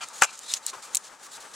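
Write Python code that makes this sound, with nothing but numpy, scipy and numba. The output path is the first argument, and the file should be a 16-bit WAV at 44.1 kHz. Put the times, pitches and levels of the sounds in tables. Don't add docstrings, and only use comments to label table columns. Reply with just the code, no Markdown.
import sys
import numpy as np
from scipy import signal
from scipy.fft import rfft, irfft
from scipy.io import wavfile
from numba import njit

SR = 44100
rng = np.random.default_rng(int(sys.argv[2]) if len(sys.argv) > 2 else 0)


def persist_wave(psi):
    counts = np.round(np.clip(psi, -1, 1) * 32767).astype(np.int16)
    wavfile.write(sys.argv[1], SR, np.atleast_2d(counts).T)


N = 68355

# freq_hz, gain_db
HISS_SPECTRUM = [(25, -18), (55, -32), (90, -13.5), (130, -15.5), (200, -9), (330, -8), (500, -3),
                 (700, -3.5), (880, 3), (1000, -2), (1240, 3), (1420, -2), (1650, -2.5), (2300, -9.5),
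                 (4000, -13.5), (8000, -11), (16000, -36)]
# time_s, level_db
HISS_LEVELS = [(0, -48), (.4, -51), (.8, -47.5), (1.15, -49), (1.4, -49.5), (1.55, -46)]
# freq_hz, gain_db
SIDE_SPECTRUM = [(60, -7.5), (300, -7), (1300, -11.5), (4400, -14), (7000, -11), (9000, -0.5),
                 (15000, -8.5)]
# start_s, length_s, level_db, pitch_hz, resonance_re_drag_db
DRAG_STROKES = [(.007, .026, -40, 3130, 10), (.007, 0.036, -41.5, 1375, -1.5), (.1, 0.026, -49.5, 890, 0),
                (0.213, .008, -37.5, 1300, -26), (0.247, 0.047, -44.5, 2700, -3),
                (0.289, 0.0048, -45, 2520, 6), (0.315, 0.039, -46, 1390, 0), (0.728, 0.016, -39.5, 1050, 7),
                (0.73, 0.024, -45.5, 360, 2), (0.824, 0.069, -49, 1260, -2), (1.264, 0.015, -50, 1130, 15),
                (1.377, 0.0084, -44.5, 913, -1.5)]
# freq_hz, level_db, t60_s
BODY_MODES = [(494, -23.5, 0.062), (569, -11, 0.063), (830, 3, 0.051), (1063, -4.5, 0.053),
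              (1198, 0.5, 0.055), (1313, 2, 0.064), (1372, -4, 0.09), (1533, 0, 0.052), (1647, 1, 0.052),
              (2034, 0, .045), (2150, -5, 0.059), (2380, 4, .045), (2420, -2, 0.084), (2646, -5, 0.041)]
# freq_hz, gain_db
THUD_SPECTRUM = [(30, -39.5), (150, -26.5), (350, -19.5), (550, -12.5), (830, 1), (1150, 0.5), (1500, 0.5),
                 (2000, -8), (2700, -3.5), (4000, -18), (8000, -39), (16000, -62)]
# start_s, length_s, level_db, squeak_hz, squeak_re_rub_db, lowpass_hz
RUB_STROKES = [(.008, 0.033, -38, 4460, -13, 8600), (0.052, 0.081, -53, 3860, -16, 9900),
               (0.129, 0.076, -43.5, 6600, -7.5, 13300), (0.211, .01, -26.5, 6200, -25, 9000),
               (0.252, 0.06, -44, 3960, -11, 8400), (0.321, 0.037, -42, 6560, -9, 9500),
               (0.364, 0.072, -45.5, 7050, -11, 9900), (0.43, 0.078, -43, 3710, -3.5, 10000),
               (0.478, 0.029, -37.5, 3740, -2, 10400), (0.509, 0.041, -32.5, 3570, -17, 10900),
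               (0.555, 0.018, -31, 6330, -0.5, 11200), (0.621, 0.082, -48.5, 4040, -14, 10900),
               (0.662, 0.039, -35, 4090, -9, 11100), (0.727, 0.032, -45.5, 3640, -23, 11700),
               (0.782, 0.065, -54.5, 4200, -26, 11200), (0.817, 0.046, -44.5, 4420, -17, 13000),
               (0.866, 0.072, -55, 6800, -18, 11000), (0.926, .045, -42.5, 6360, -3, 11900),
               (0.99, 0.038, -55.5, 6600, -16, 9900), (1.031, 0.046, -47, 6800, -32, 11100),
               (1.073, 0.02, -56.5, 6440, -22, 10000), (1.188, 0.034, -56, 6650, -19, 10900),
               (1.224, 0.044, -45, 4000, -41, 14200), (1.28, 0.031, -56, 7500, 2, 11000),
               (1.311, 0.06, -45.5, 7660, -27, 13000), (1.329, .022, -46.5, 3740, 1, 12300),
               (1.396, 0.023, -46.5, 4280, -27, 13000), (1.42, 0.1, -55.5, 7760, -4, 10600),
               (1.532, 0.022, -40.5, 6000, -25, 8800)]
# freq_hz, gain_db
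FILM_SPECTRUM = [(100, -51), (600, -16), (1200, -11.5), (2500, -7), (4000, -2), (5000, -3), (7000, 1.5),
                 (8500, -1.5), (10800, -7.5), (12200, -13.5), (16000, -14.5)]
# start_s, level_db, pitch_hz, tail_db, highpass_hz, lowpass_hz
CREASE_SNAPS = [(0.0866, -40, 7900, -1, 3500, 11800), (0.3763, -46, 6860, -5, 3000, 10000),
                (0.3913, -34.5, 6940, -8, 4440, 11800), (0.5385, -15.5, 6200, -3.5, 3130, 6950),
                (0.665, -20.5, 7000, -7, 4670, 12800), (0.9481, -18.5, 6550, -6, 2580, 14700),
                (0.9523, -20, 8600, 8, 3530, 11800), (.955, -21, 7650, -15, 3500, 11100),
                (.9699, -17.5, 6900, -1, 1500, 10000)]
# freq_hz, gain_db
SNAP_SPECTRUM = [(100, -38), (1000, -27), (1900, -11), (2700, -5), (4200, -5), (6000, 0), (8200, 1.5),
                 (10200, -3.5), (12000, -3.5), (16000, -8)]
# start_s, body_db, body_lowpass_hz, scuff_db, scuff_lowpass_hz
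CONTACTS = [(0.219, -23.5, 990, -33, 6500), (.2211, -6.5, 1780, -18, 13100),
            (.2231, -27, 2940, -13.5, 9200), (0.2264, -17, 3020, -25, 8400), (.233, -21.5, 3030, -16, 8300),
            (.2352, -25, 3000, -20.5, 9500), (0.2367, -55, 3480, -13, 8200),
            (0.2421, -25, 3500, -17.5, 7800), (0.246, -29, 1700, -22.5, 7800),
            (0.2506, -30, 2500, -26, 11800)]
# freq_hz, gain_db
SCUFF_SPECTRUM = [(200, -31.5), (1500, -8.5), (2800, -3.5), (4200, -15), (5800, -5.5), (7300, 3),
                  (8300, -7.5), (10500, -11.5), (12500, -14.5), (16000, -18)]


def undb(db):
    return 10 ** (np.asarray(db) / 20)


def time_s():
    return np.arange(N) / SR


def unit_rms(x):
    return x / np.sqrt(np.mean(x ** 2) + 1e-20)


def burst(x):
    return unit_rms(x) * np.sqrt(.005 * SR / N)


def colour(x, spectrum):
    hz, db = np.array(spectrum, float).T
    grid_hz = np.maximum(np.fft.rfftfreq(2 * N, 1 / SR), 1)
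    gain = undb(np.interp(np.log(grid_hz), np.log(hz), db))
    cepstrum = irfft(np.log(gain))
    cepstrum[1:N] *= 2
    cepstrum[N + 1:] = 0
    return irfft(rfft(x, 2 * N) * np.exp(rfft(cepstrum)))[..., :N]


def rolloff(x, hz, kind="low"):
    return signal.sosfilt(signal.butter(2, hz, kind, fs=SR, output="sos"), x + 1e-18)


def resonate(x, hz, width_hz):
    return signal.lfilter(*signal.iirpeak(hz, hz / width_hz, fs=SR), x)


def wander(rate_hz):
    knots_s = np.arange(0, N / SR + 1, 1 / rate_hz)
    return np.interp(time_s(), knots_s, rng.standard_normal(N)[:len(knots_s)])


def pan(x, left_db):
    return x * undb(np.array([[left_db], [-left_db]]) / 2)


def stereo(mid, side):
    return mid + np.array([[1], [-1]]) * colour(side, SIDE_SPECTRUM)


def fading_noise(decay_s):
    return burst(rng.standard_normal(N) * np.exp(-time_s() / decay_s))


def add_at(out, x, start_s):
    i = int(start_s * SR)
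    out[..., i:] += x[..., :N - i]


def stroke(start_s, length_s, attack_s, release_s):
    t = time_s() - start_s
    return np.clip(t / attack_s, 0, 1) * np.exp(-np.maximum(t - length_s, 0) / release_s)


def slips(rate_hz, scatter_db):
    impulses = (rng.random(N) < rate_hz / SR) * rng.choice([-1, 1], N)
    size_db = scatter_db * np.minimum(rng.exponential(size=N), 6)
    return unit_rms(impulses * undb(size_db))


def workshop_hiss():
    air = unit_rms(colour(stereo(*rng.standard_normal((2, N))), HISS_SPECTRUM))
    level_db = np.interp(time_s(), *np.array(HISS_LEVELS).T) + 2.1 * wander(rate_hz=25.42)
    return pan(air * undb(level_db), left_db=3.5)


def body_ring(rise_s=0.0029):
    t = time_s()[:N // 4]
    modes = sum(undb(db - 60 * t / t60_s) * np.sin(2 * np.pi * hz * t) for hz, db, t60_s in BODY_MODES)
    return burst(np.pad(modes * np.minimum(t / rise_s, 1), (0, N - len(t))))


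def connector_drags():
    friction = stereo(slips(rate_hz=2900, scatter_db=1.16), slips(rate_hz=6000, scatter_db=3))
    scrape = unit_rms(colour(friction, THUD_SPECTRUM))
    ringing = unit_rms(signal.fftconvolve(friction, body_ring()[None], axes=1)[:, :N])
    body = unit_rms(scrape + undb(-3.5) * ringing)
    out = np.zeros((2, N))
    for start_s, length_s, db, hz, resonance_db in DRAG_STROKES:
        resonance = unit_rms(resonate(body, hz, width_hz=hz * 0.099))
        drag = unit_rms(body + undb(resonance_db) * resonance)
        out += undb(db) * stroke(start_s, length_s, attack_s=0.0017, release_s=0.0072) * drag
    return pan(out, left_db=2.0)


def glove_rubs(rest_db=-64, flicker_db=1.5, squeak_width_hz=740):
    mid, side = (colour(slips(rate_hz=9000, scatter_db=1.35), FILM_SPECTRUM) for _ in range(2))
    crinkle = unit_rms(stereo(mid, side))
    out = undb(rest_db) * unit_rms(rolloff(crinkle, hz=7500))
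    for start_s, length_s, db, squeak_hz, squeak_db, lowpass_hz in RUB_STROKES:
        band = resonate(crinkle, squeak_hz, squeak_width_hz)
        squeak = unit_rms(resonate(band, squeak_hz, squeak_width_hz))
        slide = unit_rms(rolloff(crinkle, lowpass_hz))
        rub = unit_rms(slide + undb(squeak_db) * squeak)
        out += undb(db) * stroke(start_s, length_s, attack_s=0.01, release_s=0.008) * rub
    return pan(out * undb(flicker_db * wander(rate_hz=150)), left_db=0.5)


def glove_snaps(flutter_db=1.5, flutter_s=0.0005, tail_s=0.0037, ring_db=3):
    impulse = burst(signal.unit_impulse(N))
    out = np.zeros((2, N))
    for start_s, db, hz, tail_db, highpass_hz, lowpass_hz in CREASE_SNAPS:
        mid, side = (undb(flutter_db) * fading_noise(flutter_s) + undb(tail_db) * fading_noise(tail_s)
                     for _ in range(2))
        tick = colour(stereo(mid + impulse, side), SNAP_SPECTRUM)
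        tick = rolloff(rolloff(tick, lowpass_hz), highpass_hz, "high")
        snap = burst(tick + undb(ring_db) * resonate(tick, hz, width_hz=2000))
        add_at(out, undb(db) * snap, start_s)
    return pan(out, left_db=0.2)


def plastic_scuff(start_s, lowpass_hz):
    lag_s, rise_s, fall_s, tail_s, tail_db = 0.00045, 0.00073, 0.0009, 0.0084, -16
    t = time_s() - start_s - lag_s
    after_s = np.maximum(t, 0)
    rise = np.exp(np.minimum(t, 0) / rise_s)
    fall = np.exp(-after_s / fall_s) + undb(tail_db) * np.exp(-after_s / tail_s)
    friction = stereo(*(rise * fall * rng.choice([-1, 1], (2, N))))
    return burst(rolloff(colour(friction, SCUFF_SPECTRUM), lowpass_hz))


def connector_rattle(thud_s=0.0016, side_db=-6, modes_db=0.5, grip_s=0.2525, grip_decay_s=0.0084):
    body, scuffs = np.zeros((2, 2, N))
    modes = undb(modes_db) * body_ring()
    for start_s, body_db, body_lowpass_hz, scuff_db, scuff_lowpass_hz in CONTACTS:
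        impact = stereo(fading_noise(thud_s), undb(side_db) * fading_noise(thud_s))
        thud = burst(colour(impact, THUD_SPECTRUM))
        knock = burst(rolloff(thud + modes, body_lowpass_hz))
        add_at(body, undb(body_db) * knock, start_s)
        scuffs += undb(scuff_db) * plastic_scuff(start_s, scuff_lowpass_hz)
    grip = np.exp(-np.maximum(time_s() - grip_s, 0) / grip_decay_s)
    return pan(body * grip, left_db=4.5) + pan(scuffs, left_db=1.0)


def scene(room_t60_s=0.16, room_db=-23):
    near = glove_rubs() + glove_snaps() + connector_rattle() + connector_drags()
    decay = undb(-60 * time_s() / room_t60_s)
    room_response = unit_rms(rng.standard_normal((2, N)) * decay) / np.sqrt(N)
    reverb = signal.fftconvolve(near, room_response, axes=1)[:, :N]
    return near + undb(room_db) * reverb + workshop_hiss()


@njit
def follow(x, attack_s, release_s):
    out, level = np.empty(len(x)), 0.
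    for i in range(len(x)):
        level += (x[i] - level) / (SR * (attack_s if x[i] > level else release_s))
        out[i] = level
    return out


def record(dry):
    threshold_db, ratio, lowpass_hz = -29, 1.39, 16000
    envelope = follow(np.abs(dry).max(axis=0), attack_s=0.021, release_s=0.42)
    gain = np.minimum(undb(threshold_db) / (envelope + 1e-9), 1) ** (1 - 1 / ratio)
    lowpass = signal.ellip(8, .2, 70, lowpass_hz, fs=SR, output="sos")
    return signal.sosfilt(lowpass, np.clip(dry * gain, -1, 1))


dry = scene()
out = record(dry)
persist_wave(out)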